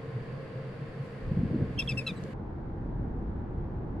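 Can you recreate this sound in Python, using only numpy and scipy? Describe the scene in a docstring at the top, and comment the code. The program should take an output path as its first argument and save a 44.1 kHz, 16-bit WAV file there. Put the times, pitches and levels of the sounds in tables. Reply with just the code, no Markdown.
"""Four quick, falling chirps from a gull chick on a concrete wall, each cracking into a rasp.
Thin whistles and one gritty footfall go with them, all echoing briefly off ground and wall.
Ventilation drones behind in a wash of air, and a gust buffets the microphone.
Then the scene cuts to the dull road rumble inside a moving car."""
import sys
import numpy as np
from scipy import signal
from scipy.fft import rfft, irfft
from scipy.io import wavfile

SR = 44100
rng = np.random.default_rng(int(sys.argv[2]) if len(sys.argv) > 2 else 0)


def pcm_store(signal):
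    """Save signal as 16-bit PCM."""
    levels = np.round(np.clip(np.atleast_2d(signal), -1, 1) * 32767)
    wavfile.write(sys.argv[1], SR, levels.astype(np.int16).T)


N = 176400
T = np.arange(N) / SR
FRAME_S = np.arange(N // 256 + 5) * 256 / SR  # time and frequency grid for sculpting noise
BIN_HZ = np.fft.rfftfreq(2048, 1 / SR)
JITTER, JITTER_HZ = .006, 350  # the voice's pitch waver: base depth, rate
SHIMMER_DB, SHIMMER_HZ = 1.75, 170  # its level flutter: base depth, rate

# Stereo image outdoors, near mono in the bass and wide on top: f/Hz, left-right correlation
AIR_CORRELATION = [(150, 0.97), (500, 0.81), (1200, 0.36), (8000, 0.043)]


def chirp(length, hz, fall, db, crack_at, drop_db, bright_db, odd_first_db, odd_last_db, side_db, lead_s):
    """A full, falling note that cracks, then wavers away in a rasp as the odd harmonics break through."""
    # Timbre of the voice, harmonics 1 to 10: relative level/dB
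    harmonics = [-14, -1.5, -1, -9.5, -25, -22, -27, -24, -32, -40]
    # Colour of the rasp: f/Hz, relative level/dB
    rasp_colour = [(1500, -24), (3500, 9), (6500, -3), (11500, -13), (13400, -8)]
    attack_s, crack_s, release_s = .008, .0025, .0025
    fade_db_per_s, rasp_db, rasp_fade_db_per_s = 580, -25.5, 250
    t = np.arange(0, length, 1 / SR)
    progress = t / length
    broken = .5 + .5 * np.tanh((t - crack_at) / (2 * crack_s) + .5)  # 0 before the crack, 1 after
    waver = 1 + JITTER * (1 + 2 * broken) * wander(JITTER_HZ)[:len(t)]
    pitch = hz * (1 - fall * progress ** 1.65) * waver
    phase = 2 * np.pi * (np.cumsum(pitch) / SR - np.array([[0], [lead_s]]) * pitch)
    attack = np.sin(np.pi / 2 * np.minimum(t / attack_s, 1))
    odd_gain = attack * amp(odd_first_db + (odd_last_db - odd_first_db) * progress)
    voice = 0
    for k, level in enumerate(harmonics, 1):
        even_gain = amp(bright_db) * attack if k > 2 else 1
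        gain = odd_gain if k % 2 else even_gain
        shimmer = amp(SHIMMER_DB * (broken + (k > 2)) * wander(SHIMMER_HZ)[:len(t)])
        voice += np.sqrt(2) * amp(level) * gain * shimmer * np.sin(k * phase)
    crack_dip = 1 - .75 * np.exp(-((t - crack_at) / crack_s) ** 2)
    fade = amp(drop_db * broken - fade_db_per_s * np.maximum(t - crack_at, 0))
    rasp = burst(rasp_colour, SR // 2)[:, :len(t)] * amp(rasp_db - rasp_fade_db_per_s * t)
    release = np.minimum((length - t) / release_s, 1)
    return pan((voice * crack_dip * fade + rasp) * attack * release * amp(db), side_db)


def whistle(length, hz, glide_hz, db, octave_db, side_db):
    """The bird's second voice: a thin, unsteady tone with its octave."""
    progress = np.arange(0, length, 1 / SR) / length
    waver = 1 + 2 * JITTER * wander(JITTER_HZ)[:len(progress)]
    phase = 2 * np.pi * np.cumsum((hz + glide_hz * progress) * waver) / SR
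    level_db = db + SHIMMER_DB * wander(SHIMMER_HZ)[:len(progress)]
    swell = np.sqrt(2) * np.sin(np.pi * progress) ** 0.62 * amp(level_db)
    return pan(swell * (np.sin(phase) + amp(octave_db) * np.sin(2 * phase)), side_db)


def footfall(db, side_db, decay_s=.002):
    """A small foot on grit: one bright tick of noise."""
    # Colour of the grit: f/Hz, relative level/dB
    grit = [(1000, -1), (7500, 3), (13500, -27)]
    return pan(burst(grit, 1024) * amp(db) * np.exp(-T[:1024] / decay_s), side_db)


def chick():
    """The dry bird: chirps, whistles and a footfall on their cues."""
    # Chirps: t/s, length/s, f/Hz, fall/fraction, level/dB, time to crack/s, drop at crack/dB,
    # even overtones/dB, odd harmonics at start/dB, at end/dB, pan L-R/dB, left lead/s
    chirps = [(1.7866, 0.042, 1374, 0.15, -26.5, 0.024, -13, -1, -43, 7, 4.5, 0.000052),
              (1.886, 0.042, 1349, 0.15, -29.5, 0.019, -3.5, -1, -44, 3, 2.5, 0.000041),
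              (1.971, 0.057, 1336, 0.13, -32, 0.032, -9.5, -3.5, -34, -9, 7, 0.0001),
              (2.0632, 0.052, 1344, 0.15, -32.5, 0.02, 0, -10, -3.5, -1.5, 2, 0.000017)]
    # Whistles: t/s, length/s, f/Hz, glide/Hz, level/dB, octave/dB, pan L-R/dB
    whistles = [(1.777, 0.017, 3130, 132.5, -41.5, -34, -7), (1.796, 0.017, 3400, -170, -40.5, -44, -15),
                (1.8751, .012, 3290, 7, -34, -49, -7.5), (2.077, 0.0062, 3390, -87, -36, -23, 5),
                (2.155, 0.039, 4040, -160, -62, -8, 6)]
    # Footfall: t/s, level/dB, pan L-R/dB
    steps = [(2.2375, -49, 9)]
    mix = np.zeros((2, N))
    for source, cues in (chirp, chirps), (whistle, whistles), (footfall, steps):
        for start, *settings in cues:
            add(mix, start, source(*settings))
    return mix


def yard(x, tail_db=-19, t60_s=.17):
    """Concrete throws back two hard reflections and a faint diffuse tail."""
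    # Bounces off ground and wall: left delay/s, right delay/s, level/dB
    echoes = [(.0009, 0.001013, -16.5), (0.0099, 0.011, -16)]
    t = T[:SR // 2]
    response = rng.standard_normal((2, len(t))) * amp(-60 * t / t60_s) * np.minimum(t / 0.013, 1)
    response *= amp(tail_db) / np.linalg.norm(response[0])
    for left, right, db in echoes:
        response[0, round(left * SR)] += amp(db)
        response[1, round(right * SR)] += amp(db)
    return x + signal.fftconvolve(response, x, axes=1)[:, :N]


def gust(lumps_db=3.5, lumps_hz=41.4, eddy_cycles=.7):
    """Lumpy low turbulence at the microphone; single eddies thump at the height of the gust."""
    # Colour of the wind: f/Hz, relative level/dB
    colour = [(20, -8.5), (110, 0.5), (220, -3.5), (400, -16.5), (700, -28.5), (3000, -90)]
    # Swell of the gust: t/s, level/dB, tilt/(dB per octave)
    swell = [(1.16, -63.5, -12), (1.28, -33, -3), (1.37, -31, -2), (1.62, -33, 4), (1.69, -35, -1),
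             (1.95, -39, 0), (2.33, -42, 2.5)]
    # Eddy thumps: t/s, level/dB, f/Hz
    eddies = [(1.318, -24.5, 160), (1.373, -20, 165), (1.436, -18, 215), (1.547, -22.5, 300),
              (1.562, -21, 240), (1.607, -23.5, 300), (1.626, -21, 150)]
    octaves = np.log2(np.clip(BIN_HZ, 50, 350) / 150)  # the tilt pivots on 150 Hz
    wind = noise(colour, 0.95, curve(swell, FRAME_S, column=2)[:, None] * octaves)
    thumps = sum(pulse(s, db, hz, eddy_cycles / hz) for s, db, hz in eddies)
    lumps = unit(amp(lumps_db * wander(lumps_hz)))
    return wind * amp(curve(swell, T)) * lumps + thumps


def car(road_db=-34.5, rumble_hz=73, roar_hz=550):
    """Even tyre hiss and hum over a low roar and a deep body rumble that swell with the road surface."""
    # Colour of the road in the cabin: f/Hz, relative level/dB
    colour = [(15, -26.5), (32, 7), (60, -5.5), (105, -5.5), (210, -12.5), (400, -18.5), (650, -27.5),
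              (900, -25.5), (1150, -33.5), (1650, -37.5), (2700, -54.5), (4300, -62.5), (13500, -94.5)]
    # Stereo image of the cabin: f/Hz, left-right correlation
    correlation = [(100, .98), (300, 0.86), (1000, 0.071)]
    # Swells of the road: t/s, roar gain/dB, rumble gain/dB
    swells = [(2.33, 1, -9), (2.7, -2, -2.5), (3.05, 4.5, 0), (3.3, 0.5, -1.5), (3.8, 2, -3.5)]
    # Tyre hum: f/Hz, width/Hz, level/dB
    tyre_tones = [(333.4, 35, -52), (809, 69, -59.5)]
    rumble_band = 1 / (1 + (BIN_HZ / rumble_hz) ** 4)
    roar_band = (1 - rumble_band) / (1 + (BIN_HZ / roar_hz) ** 2)
    roar_db = curve(swells, FRAME_S)[:, None] * roar_band
    rumble_db = curve(swells, FRAME_S, column=2)[:, None] * rumble_band
    road = noise(colour, spectrum(correlation, BIN_HZ), roar_db + rumble_db)
    return road * amp(road_db) + resonances(tyre_tones, correlation)


def ventilation(throb_hz=129.8, throb_width_s=0.0094):
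    """A drone of noise ringing in narrow resonances, with brief throbs on its lowest tone."""
    # Resonances of the ventilation: f/Hz, width/Hz, level/dB
    tones = [(129, 19, -42), (460, 41, -47.5), (528.6, 12, -53), (1060, 74, -59.5), (1664, 140, -62.5),
             (2700, 140, -72.5), (4540, 350, -72)]
    # Slow drift of the drone: t/s, gain/dB
    drift = [(0, -2.5), (.35, 0.5), (.8, -2), (2.3, -2.5)]
    # Low throbs: t/s, level/dB
    throbs = [(.09, -29), (.168, -31.5), (.62, -33), (.82, -31), (1.01, -29), (1.932, -27.5)]
    drone = resonances(tones, AIR_CORRELATION) * amp(curve(drift, T))
    return drone + sum(pulse(s, db, throb_hz, throb_width_s) for s, db in throbs)


def outdoor_air(air_db=-52, shelf_db=-3, shelf_hz=600):
    """A broad bed of air with a faint high hiss that comes and goes."""
    # Colour of the air: f/Hz, relative level/dB
    air_colour = [(25, -17), (45, -21), (85, -22), (160, 4), (280, -4.5), (600, -11.5), (900, -19.5),
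                  (1900, -20.5), (3900, -36.5), (4800, -38.5), (5800, -48), (9800, -50.5), (13500, -67)]
    # Colour of the hiss: f/Hz, relative level/dB
    hiss_colour = [(2000, -11.5), (7000, -9.5), (11000, -14), (13500, -20.5)]
    # Swells of the hiss: t/s, level/dB
    hiss_swells = [(.9, -87), (1.06, -73.5), (1.6, -100), (1.83, -64), (2.33, -72.5)]
    air = noise(air_colour, spectrum(AIR_CORRELATION, BIN_HZ))
    air /= shape(air, lambda f: f > shelf_hz).std()  # the band above the low shelf sets the level
    air = shape(air, lambda f: amp(shelf_db / (1 + (f / shelf_hz) ** 4))) * amp(air_db)
    return air + noise(hiss_colour, 0.25) * amp(curve(hiss_swells, T))


def noise(colour, correlation, eq_db=0):
    """Coloured stereo noise at rms 1, then sent through a moving EQ (frames by bins)."""
    a, b, c, d = rng.standard_normal((4, len(FRAME_S), len(BIN_HZ)))
    bins = stereo(a + 1j * b, c + 1j * d, correlation) * amp(spectrum(colour, BIN_HZ))
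    plain, shaped = (signal.istft(z.swapaxes(1, 2), nperseg=2048, noverlap=1792)[1][:, :N]
                     for z in (bins, bins * amp(eq_db)))
    return shaped / plain.std()


def burst(colour, samples):
    """Wide, coloured noise at rms 1."""
    return unit(shape(rng.standard_normal((2, samples)), lambda f: amp(spectrum(colour, f))))


def resonances(tones, correlation):
    """Stereo noise ringing in narrow bands."""
    mix = np.zeros((2, N))
    for hz, width, db in tones:
        a, b = shape(rng.standard_normal((2, N)), lambda f: 1 / (1 + ((f - hz) / (width / 2)) ** 2 / 2))
        mix += amp(db) * unit(stereo(a, b, spectrum(correlation, hz)))
    return mix


def pulse(s, db, hz, width_s):
    """A low tone under a bell-shaped swell."""
    return amp(db) * np.exp(-((T - s) / width_s) ** 2 / 2) * np.sin(2 * np.pi * (hz * T + rng.random()))


def wander(rate_hz):
    """Smooth random modulation at rms 1."""
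    return unit(shape(rng.standard_normal(N), lambda f: np.exp(-(f / rate_hz) ** 2)))


def shape(x, gain):
    """Filters by a gain that is a function of frequency."""
    return irfft(rfft(x) * gain(np.fft.rfftfreq(x.shape[-1], 1 / SR)), x.shape[-1])


def spectrum(points, hz):
    """Reads breakpoints on a log-frequency axis."""
    f, value = np.transpose(points)
    return np.interp(np.log(hz + 1), np.log(f + 1), value)


def curve(points, t, column=1):
    """Reads one automation lane over time."""
    return np.interp(t, np.transpose(points)[0], np.transpose(points)[column])


def stereo(a, b, correlation):
    """Blends two independent noises into a left-right pair."""
    return np.array([a, correlation * a + np.sqrt(1 - correlation ** 2) * b])


def pan(x, db):
    """Places a sound by its left-right level difference."""
    return x * amp([[db / 2], [-db / 2]])


def add(mix, s, sound):
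    """Mixes in a stereo sound at a time."""
    part = mix[:, round(s * SR):][:, :sound.shape[1]]
    part += sound[:, :part.shape[1]]


def amp(db):
    """Decibels to gain."""
    return 10 ** (np.asarray(db) / 20)


def unit(x):
    """Scales to rms 1."""
    return x / np.sqrt(np.mean(x ** 2) + 1e-20)


def scene():
    """The yard, then a quick equal-power cut to the car."""
    cut_s, crossfade_s = 2.336, 0.002
    driving = np.clip((T - cut_s) / crossfade_s + .5, 0, 1)
    outside = yard(chick()) + outdoor_air() + ventilation() + gust()
    return np.sqrt(1 - driving) * outside + np.sqrt(driving) * car()


def record(dry):
    """A steep low-pass takes off the top end."""
    cutoff_hz = 13600
    taps = signal.firwin(511, cutoff_hz, window=("kaiser", 9), fs=SR)
    return np.array([signal.oaconvolve(np.pad(x, len(taps) // 2, "reflect"), taps, "valid") for x in dry])


dry = scene()
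out = record(dry)
pcm_store(out)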